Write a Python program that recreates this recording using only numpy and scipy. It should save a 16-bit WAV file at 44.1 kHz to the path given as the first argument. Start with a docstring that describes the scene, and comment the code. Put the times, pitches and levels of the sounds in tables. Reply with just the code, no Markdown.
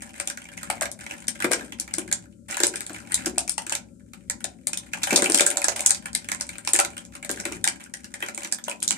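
"""A machine rumbles low behind a small hard room; an arm's length from a phone, hands twist a stiff snack bag.
Fine crackle of small random creases starts at once, and the film's large creases soon snap over it.
From 0.7 s the air pillow in the bag thumps too, as decaying sines; the crackle all but stops near 2.4 s
and is strongest soon after 5 s. From 7.9 to 8.7 s the deepest rumble, shaped noise, dies away.
A near wall and a noise tail return the bag's sound; two spaced ports each add a treble ring of their own."""
import sys
import numpy as np
from scipy import signal
from scipy.fft import rfft, irfft
from scipy.io import wavfile

SR = 44100
rng = np.random.default_rng(int(sys.argv[2]) if len(sys.argv) > 2 else 0)


def to_wav(sig):
    """Store sig (one row per channel, or 1-D mono) as 16-bit WAV at the path in sys.argv[1].

    Samples outside -1..1 are clipped; the rate is SR.
    """
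    pcm = np.clip(np.atleast_2d(sig), -1, 1) * 32767
    pcm = np.round(pcm).astype(np.int16)
    wavfile.write(sys.argv[1], SR, pcm.T)  # frames by channels


def decibels_to_gain(level_db):
    """Convert a level in decibels to a linear amplitude gain (20 dB per decade)."""
    exponent = np.asarray(level_db, float) / 20
    return 10 ** exponent


N = 395577  # length in samples

# Resonances of the bag. Each row: centre in Hz, width in Hz, rise in dB.
BAG_MODES = [(308, 170, 21.5), (580.8, 114, 20.5), (791, 175, 19.5), (993, 232, 18), (1413, 504, 14.5),
             (2333, 870, 14.5)]
BAG_PAN_DB = 4.0  # usual left-over-right level of the creases: the bag sits left of centre


def curve(table, hz):
    """A (Hz, value) table read on a log-frequency axis."""
    f, v = np.transpose(table)
    return np.interp(np.log(np.maximum(hz, 1)), np.log(f), v)


def bump(hz, centre_hz, width_hz, db):
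    """A resonance as a rise in dB."""
    return db / (1 + (2 * (hz - centre_hz) / width_hz) ** 2)


def causal(db):
    """Minimum-phase response of unit energy with the given gain in dB, by folding the cepstrum."""
    c = irfft(db * np.log(10) / 20)
    c[1:len(c) // 2] *= 2
    c[len(c) // 2 + 1:] = 0
    h = irfft(np.exp(rfft(c)))
    return h / np.sqrt(np.sum(h ** 2))


def colour(x, table, modes=()):
    """Ring x through a spectrum and its resonances."""
    hz = np.linspace(0, SR / 2, 4097)
    db = curve(table, hz) + sum(bump(hz, *m) for m in modes)
    return signal.fftconvolve(x, causal(db)[None], axes=1)[:, :N]


def place(times, gains, shapes):
    """Sum short shapes (events, ports, samples) at their times in seconds."""
    out = np.zeros((2, N + shapes.shape[2]))
    for t, g, s in zip(times, gains, shapes):
        i = min(max(int(t * SR), 0), N)
        out[:, i:i + s.shape[1]] += g * s
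    return out[:, :N]


def two_port_noise(count, hz, apart_hz):
    """Noise spectra for two ports: alike in the bass, ever less so up to apart_hz, independent above."""
    z = rfft(rng.standard_normal((3, count)))
    alike = np.clip(1 - hz / apart_hz, 0, 1)
    return np.sqrt(alike) * z[0] + np.sqrt(1 - alike) * z[1:]


def rumble():
    """Loose low machine noise that favours a few room modes; alike at both ports in the bass."""
    # Shape of the noise. Each row: frequency in Hz, relative density in dB per Hz.
    rumble_spectrum = [(18, -29), (30, -30.5), (61, -21), (147, -12.5), (228, 1), (337, -12.5),
                       (612, -51.5), (1090, -80), (1340, -30.5), (1920, -56), (7430, -33.5), (15000, -53)]
    # Room modes. Each row: centre in Hz, width in Hz, rise in dB.
    rumble_modes = [(63.7, 26, 18.5), (106.9, 10.2, 15), (176.2, 12, 11.5), (571.5, 152, 34)]
    # Balance of the ports. 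Each row: frequency in Hz, left minus right in dB.
    rumble_tilt = [(110, -1), (200, 12.5), (700, 11.5), (2400, 8)]
    # The deepest part dies away. Each row: time in seconds, gain in dB.
    deep_fade = [(7.901, 5.5), (8.701, -6)]
    rms_db = -47
    hz = np.fft.rfftfreq(N, 1 / SR)
    db = curve(rumble_spectrum, hz) + sum(bump(hz, *m) for m in rumble_modes)
    db = db + np.outer([.5, -.5], curve(rumble_tilt, hz))
    x = irfft(two_port_noise(N, hz, apart_hz=1030.0) * decibels_to_gain(db), N)
    deep = irfft(rfft(x) / (1 + (hz / 135.0) ** 8), N)
    deep_gain = decibels_to_gain(np.interp(np.arange(N) / SR, *np.transpose(deep_fade)))
    x = x - deep * (1 - deep_gain)
    # it swells and sinks at random
    swell_db = 2.5 * np.interp(np.arange(N), np.linspace(0, N, 40), rng.standard_normal(40))
    x = x * decibels_to_gain(swell_db)
    return x * decibels_to_gain(rms_db) / np.sqrt(np.mean(x ** 2))


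def bursts(count, decay_s, alike, patchy_db, rattle_db=-12, facet_db=-60, creak_db=-4, lag_spread=0):
    """A faint creak, a sharp tick and a short rattle of unit energy, each crease with its own colour.

    The ports share the noise by alike (0 to 1); lag_spread is in samples."""
    creak_rise_s, rattle_spread_db = .0012, 5
    facet_low_hz, facet_octaves, facet_width_hz = 1500, 1.2, 450
    t = np.arange(512) / SR - .002  # the tick is at zero
    creak = decibels_to_gain(creak_db) * np.exp(t / creak_rise_s)
    rattle = np.exp(-np.maximum(t, 0) / decay_s)
    z = rng.standard_normal((count, 3, 512))
    shape = np.where(t < 0, creak, rattle) * decibels_to_gain(rattle_db + rattle_spread_db * z[:, :1, :1])
    tick = np.sign(z[:, :1, 1:2]) * (np.arange(512) == np.argmin(abs(t)))
    alike = np.clip(alike, 0, 1)
    noise = np.sqrt(alike) * z[:, :1] + np.sqrt(1 - alike) * z[:, 1:]
    s = noise * shape + tick
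    # facet size differs from crease to crease: broad random rises and dips over the octaves
    hz = np.fft.rfftfreq(512, 1 / SR)
    octave = np.log2(np.maximum(hz, 200) / 200)
    phase = rng.random((count, 3, 1)) + octave * np.array([[.3], [.6], [1.1]])
    patches = decibels_to_gain(patchy_db * np.cos(2 * np.pi * phase).sum(axis=1))
    # each facet rings somewhere above the lowest facet pitch
    facet_hz = facet_low_hz * 2 ** (facet_octaves * rng.random((count, 1)))
    ring = 1 + decibels_to_gain(facet_db) / (1 + 2j * (hz - facet_hz) / facet_width_hz)
    # each crease lies at its own angle to the ports: only the left one is shifted
    lag = np.round(lag_spread * z[:, :1, 2:3]) * np.array([[1], [0]])
    shift = np.exp(-2j * np.pi * np.fft.rfftfreq(512) * lag)
    s = irfft(rfft(s) * shift * (ring * patches)[:, None])
    return s / np.sqrt(np.sum(s ** 2, axis=2, keepdims=True))


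def creases(s, db, middle_db, pan_db):
    """Each crease flips with a bright crack and a duller flap of the facet beside it, later at the left port."""
    # What the crack radiates. Each row: frequency in Hz, relative level in dB.
    film_treble = [(2500, -34), (3500, -7), (5500, -5), (8000, 0), (10500, -7.5), (13000, -20.5),
                   (15000, -25)]
    # What the flap radiates, before the bag's modes. Each row: frequency in Hz, relative level in dB.
    film_middle = [(700, -9.5), (1100, -10), (1600, 4), (2400, 0.5), (3200, 7.5), (4500, -0.5)]
    crack_drive_db, flap_drive_db = 10, 19.5  # make up for each filter
    flap_lag = 20  # samples by which the left port hears the flap later
    side = decibels_to_gain(np.outer(pan_db, [.5, -.5]))[:, :, None]
    start = s - .0015  # the creak comes first
    cracks = bursts(len(s), .0025, alike=0.011, patchy_db=2.3, rattle_db=-17, lag_spread=14)
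    crack = place(start, decibels_to_gain(db), side * cracks)
    flaps = bursts(len(s), 0.0035, alike=0.63, patchy_db=2.5, rattle_db=-4.5, facet_db=5, creak_db=-2)
    flap = place(start + .001, decibels_to_gain(db + middle_db), flaps)
    flap = np.array([np.roll(flap[0], flap_lag), flap[1]])
    bright = decibels_to_gain(crack_drive_db) * colour(crack, film_treble)
    return bright + decibels_to_gain(flap_drive_db) * colour(flap, film_middle, BAG_MODES)


def crackle(count, spread_db):
    """Times and sizes of small creases: flurries with gaps between, a few much larger than the rest."""
    flurry_size, mean_wait_s, biggest_db = 5, .02, 11
    chance = rng.random((count, 3))
    flurry = np.repeat(chance[::flurry_size, 0], flurry_size)[:count] * N / SR
    times = flurry - mean_wait_s * np.log(chance[:, 2] + 1e-6)
    size_db = np.minimum(-spread_db * np.log(chance[:, 1] + 1e-9), biggest_db)
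    return times, size_db


def handling():
    """Small creases and a low crumple follow the effort of the hands."""
    # How hard the hands work the film. Each row: time in seconds, fine crackle level in dB before its drive.
    effort = [(0.0, -51), (0.17, -53), (1.699, -51), (2.02, -54.5), (2.271, -60.5), (2.439, -93),
              (2.5, -41.5), (2.67, -43.5), (2.77, -53), (2.95, -52.5), (3.17, -48), (3.62, -71.5),
              (3.82, -70.5), (4.67, -68), (5.04, -44.5), (5.17, -32.5), (5.32, -39.5), (5.821, -40.5),
              (5.97, -55.5), (7.12, -55), (7.39, -49.5), (8.07, -60.5), (8.42, -52.5), (8.67, -56),
              (8.97, -52.5)]
    # What the low crumple radiates, before the bag's modes. Each row: frequency in Hz, relative level in dB.
    crumple_spectrum = [(120, 12), (250, -17), (600, 6), (1200, -6), (2500, 3.5), (4000, 1)]
    crumple_db, crumple_per_effort = -47, 1.77  # level at median effort before the drive; dB per dB of effort
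    drive_db = 2.5  # for both layers
    s, db = np.transpose(effort)
    t, size_db = crackle(count=1100, spread_db=5.0)
    own = rng.standard_normal((len(t), 2))
    fine = creases(t, np.interp(t, s, db) + size_db, -6 + 4 * own[:, 0], BAG_PAN_DB + 5 * own[:, 1])
    t, size_db = crackle(count=2000, spread_db=3.0)
    low_db = crumple_db + crumple_per_effort * (np.interp(t, s, db) - np.median(db))
    dull = place(t, decibels_to_gain(low_db + size_db), bursts(len(t), 0.0018, alike=0.89, patchy_db=1.5))
    return decibels_to_gain(drive_db) * (fine + colour(dull, crumple_spectrum, BAG_MODES))


def snaps():
    """The large creases; each sets off four smaller neighbours, most within some hundredths of a second."""
    # Creases snapping over. Each row: time in seconds, treble level in dB before the drive,
    # middle band against treble in dB, likewise before the drives.
    large_creases = [(0.0212, -26, -10.5), (0.1995, -12.5, -14), (0.2739, -13, -15.5), (0.3, -17, -12),
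                     (0.3732, -26, -8.5), (0.5757, -27, -5.5), (0.631, -26, -4), (0.701, -11.5, -12),
                     (0.8101, -13.5, -13.5), (0.8227, -14, -10), (0.83, -18, -10.5), (0.856, -21.5, -5),
                     (0.9152, -22, -36), (1.009, -30, -10), (1.064, -27, -5), (1.1092, -31.5, 4),
                     (1.1816, -37, -4), (1.27, -32, -22), (1.281, -10, -17.5), (1.4021, -27, 1.5),
                     (1.4223, -17, -3.5), (1.4436, -16, -2.5), (1.516, -9.5, -9), (1.5227, -11.5, -17),
                     (1.5326, -7.5, -12.5), (1.722, -29, -3), (1.7985, -9.5, -26), (1.877, -37, 2),
                     (1.934, -40, 0), (1.939, -14, -17), (1.9834, -12.5, -16.5), (2.0773, -32, -6.5),
                     (2.114, -18.5, -9.5), (2.1264, -5.5, -25), (2.4854, -38, -3.5), (2.5105, -18.5, -22),
                     (2.5433, -24.5, -4), (2.5695, -16, -8), (2.602, -9.5, -12.5), (2.6342, -3.5, -13.5),
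                     (2.6688, -9, -29.5), (2.7382, -33, 1.5), (2.758, -16.5, -14), (2.8065, -17, -15),
                     (2.8652, -21.5, -21), (2.895, -35, 3.5), (2.932, -31.5, -38), (2.9445, -31.5, -2),
                     (2.961, -29.5, -9.5), (3.12, -19.5, -7), (3.1435, -2, -30.5), (3.1542, -19.5, -29),
                     (3.245, -42, 3), (3.2594, -10, -11.5), (3.3819, -6, -21.5), (3.4335, -35, -36),
                     (3.478, -18.5, -15.5), (3.4946, -10.5, -24.5), (3.58, -14.5, -11.5),
                     (3.6659, -21, -10), (3.6959, -16.5, -14.5), (3.7228, -13.5, -8.5), (3.7514, -12, -15),
                     (4.134, -33.5, -3.5), (4.299, -10, -17.5), (4.4051, -34, -7.5), (4.4426, -13, -15.5),
                     (4.6705, -8.5, -21), (4.7318, -14, -15.5), (4.7733, -12, -25), (4.9344, -18, -6),
                     (5.033, -9, -14.5), (5.0376, -9.5, -23), (5.0712, -20, -1), (5.1066, -15, -4.5),
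                     (5.129, -16, -5), (5.16, 2.5, -27), (5.1627, -1.5, -35), (5.1775, -13.5, -14),
                     (5.2215, -9.5, -9.5), (5.2426, -9, -13), (5.259, -13.5, -5.5), (5.2988, -11, -16),
                     (5.32, -9.5, -20), (5.345, -1, -20.5), (5.375, -8, -14), (5.386, -5.5, -24),
                     (5.395, -11.5, -3.5), (5.4068, 0, -18.5), (5.4624, -15, -20.5), (5.4648, -2.5, -21),
                     (5.5027, -12.5, -15.5), (5.512, -16.5, -11.5), (5.5706, -8.5, -19.5),
                     (5.618, -15, -12), (5.6422, -7, -15), (5.6833, -6, -15.5), (5.7627, -15, -33),
                     (5.7934, -18.5, -10), (5.8063, -12.5, -21), (5.8614, 2.5, -25.5), (5.906, -4.5, -18.5),
                     (5.9469, -14, -20.5), (6.0567, -23.5, -2.5), (6.131, -27, -16.5), (6.15, -5.5, -22.5),
                     (6.244, -31, -7.5), (6.287, -21.5, -6), (6.317, -10, -11.5), (6.399, -35, -5),
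                     (6.409, -12.5, -17), (6.491, -21, -11.5), (6.5826, -25.5, -12.5), (6.649, -28.5, -12),
                     (6.6746, -10.5, -12.5), (6.69, -13.5, -23), (6.734, -0.5, -23), (6.751, -14.5, -8),
                     (6.762, -10, -16), (6.7901, -7, -5.5), (6.7998, -4.5, -20), (6.8482, -14.5, -10.5),
                     (6.967, -35, 3), (6.9792, -23.5, -10), (7.051, -32.5, -19), (7.152, -24.5, -10),
                     (7.227, -28, -5.5), (7.2476, -22, -11), (7.2932, -18.5, -9), (7.3016, -15.5, -30),
                     (7.3134, -12, -36), (7.3999, -19.5, -13.5), (7.4528, -20, -3), (7.522, -21, -10),
                     (7.642, -4.5, -18), (7.6752, -3, -16.5), (7.8044, -40.5, 1.5), (7.8394, -31.5, -20),
                     (7.9384, -17, -16), (8.0439, -24.5, -15), (8.1399, -24.5, -6), (8.204, -30.5, -6),
                     (8.2242, -28, 7), (8.262, -26.5, -7), (8.2851, -25, -2), (8.3465, -25, -21),
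                     (8.3766, -17, -12.5), (8.4191, -31, -3), (8.4329, -23, -12.5), (8.4472, -19, -9.5),
                     (8.515, -31, -12), (8.524, -7.5, -22.5), (8.5847, -49, 15), (8.64, -22, -41),
                     (8.6813, -32.5, 9.5), (8.6965, -21, -19), (8.713, -24, -5.5), (8.803, -29, -29),
                     (8.822, -27.5, -2.5), (8.828, -11, -27), (8.836, -16.5, -36), (8.8787, -4, -42),
                     (8.9073, -8.5, -14.5)]
    loudest_db, range_db, mean_wait_s = -13, 16, .011  # neighbour against its crease; range below; wait
    s, db, middle_db = np.transpose(large_creases)
    pan_db = BAG_PAN_DB + 3.0 * rng.standard_normal(len(s))  # each crease faces its own way
    chance = rng.random((4, 4, len(s)))  # (property, neighbour, crease)
    later = s + .004 - mean_wait_s * np.log(chance[0] + 1e-6)
    smaller_db = db + loudest_db - range_db * chance[1]
    near_middle_db = middle_db + 8 * (chance[2] - .5)
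    near_pan_db = pan_db + 8 * (chance[3] - .5)
    return creases(np.append(s, later), np.append(db, smaller_db),
                   np.append(middle_db, near_middle_db), np.append(pan_db, near_pan_db))


def thumps():
    """The trapped air rings a few cycles at a pitch set by the grip, roughened by the film that holds it."""
    # Squeezes of the air pillow. Each row: time in seconds, level in dB before the drive, pitch in Hz.
    squeezes = [(0.7, -9, 800), (0.817, -11, 644), (1.443, -8, 348), (1.511, -10, 496), (1.979, -16, 348.5),
                (2.602, -16.5, 371), (2.633, -13.5, 388), (2.901, -23.5, 313), (3.265, -13.5, 324.5),
                (3.378, -13.5, 760), (3.58, -14.5, 838), (3.72, -18, 905), (4.446, -24.5, 600),
                (4.695, -32, 830), (4.95, -26, 910), (4.975, -26, 890), (5.124, -6.5, 270.4),
                (5.174, -10, 549), (5.222, -9.5, 340), (5.297, -11.5, 371), (5.342, -12.5, 312),
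                (5.407, -7, 597), (5.682, -11, 662), (6.675, -16.5, 994), (6.74, -20.5, 370),
                (6.79, -16.5, 618), (7.296, -16.5, 342.6), (7.458, -21, 305), (7.515, -23, 326),
                (7.666, -17.5, 825), (8.227, -23, 371), (8.68, -18, 647), (8.906, -22, 983)]
    drive_db = 1
    s, db, hz = np.transpose(squeezes)
    t = np.arange(1200) / SR
    wobble = np.cumsum(rng.standard_normal((len(s), 1200)), axis=1) * 0.016  # in cycles
    turns = hz[:, None] * t
    lower = np.sin(2 * np.pi * (turns + wobble))
    # the wall of the pillow rings higher
    upper = decibels_to_gain(-7.5) * np.sin(2 * np.pi * 1.849 * (turns + 2 * wobble))
    swell_and_decay = np.exp(-turns / 1.83) * (1 - np.exp(-turns / 1.17))
    ring = (lower + upper) * swell_and_decay
    side = decibels_to_gain(np.array([[1.5], [-1.5]]))  # louder on the left
    return decibels_to_gain(drive_db) * place(s, decibels_to_gain(db), ring[:, None] * side)


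def room(x):
    """Direct sound, wall echoes and a soft-starting tail, treble dying first and bass shared by the ports."""
    # Near wall and its window recess. Each row: delay in seconds, level in dB against the direct sound.
    wall_echoes = [(.0088, -15), (.0095, -15)]
    # Decay of the tail. Each row: frequency in Hz, time to fall 60 dB in seconds.
    tail_decay = [(300, 0.62), (800, 0.25), (2100, 0.19), (5500, 0.19), (12000, 0.11)]
    tail_db = -7.5  # whole tail's energy against the direct sound
    early_db, early_t60_s = -0.5, 0.096  # early excess over the tail, falling on top of the tail's own decay
    t = np.arange(int(.5 * SR)) / SR
    hz = np.fft.rfftfreq(len(t), 1 / SR)
    noise = two_port_noise(len(t), hz, apart_hz=1740.0)
    tail = 0
    for centre in 88 * 2. ** np.arange(8):  # overlapping octave bands
        share = np.maximum(1 - abs(np.log2(np.maximum(hz, 1) / centre)), 0)
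        decay = np.exp(-np.log(1000) * t / curve(tail_decay, centre))
        tail = tail + irfft(noise * share, len(t)) * decay
    early = 1 + decibels_to_gain(early_db) * np.exp(-np.log(1000) * t / early_t60_s)
    onset = 1 - np.exp(-(t / 0.0061) ** 3)
    tail = tail * early * onset
    h = decibels_to_gain(tail_db) * tail / np.sqrt(np.sum(tail ** 2, axis=1, keepdims=True))
    h[:, 0] += 1  # direct sound
    for delay, db in wall_echoes:
        h[:, int(delay * SR)] += decibels_to_gain(db)
    return signal.fftconvolve(x, h, axes=1)[:, :N]


def scene():
    """The bag in the room over the rumble; the bag is too small to radiate the deep bass."""
    bag_low = signal.butter(4, 195, "high", fs=SR, output="sos")
    bag = signal.sosfilt(bag_low, handling() + snaps() + thumps())
    return rumble() + room(bag)


def roll_off(x):
    """The treble ends steeply here."""
    return signal.sosfilt(signal.butter(12, 15610, fs=SR, output="sos"), x)


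def record(dry):
    """Each microphone port has its own ring and tilt; peaks over full scale clip, then both ends are cut."""
    # Treble ring of the left, then the right port. Each row: centre in Hz, width in Hz, rise in dB.
    port_rings = [(8860, 1910, 8), (7560, 2800, 8)]
    # Balance of the ports. Each row: frequency in Hz, left minus right in dB.
    port_tilt = [(700, 0.5), (2400, 1), (4400, -4.5), (8100, 0.5), (15000, 4.5)]
    hz = np.linspace(0, SR / 2, 1025)
    out = np.zeros_like(dry)
    for k, (ring, sign) in enumerate(zip(port_rings, (.5, -.5))):
        db = bump(hz, *ring) + sign * curve(port_tilt, hz)
        response = causal(db) * np.sqrt(np.mean(decibels_to_gain(db) ** 2))  # undo the unit energy
        out[k] = signal.fftconvolve(dry[k], response)[:N]
    out = np.clip(out, -1, 1)
    out = signal.sosfilt(signal.butter(2, 45., "high", fs=SR, output="sos"), out)
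    out = signal.sosfilt(signal.cheby1(8, .3, 14300, fs=SR, output="sos"), out)
    return roll_off(out)


dry = scene()
out = record(dry)
to_wav(out)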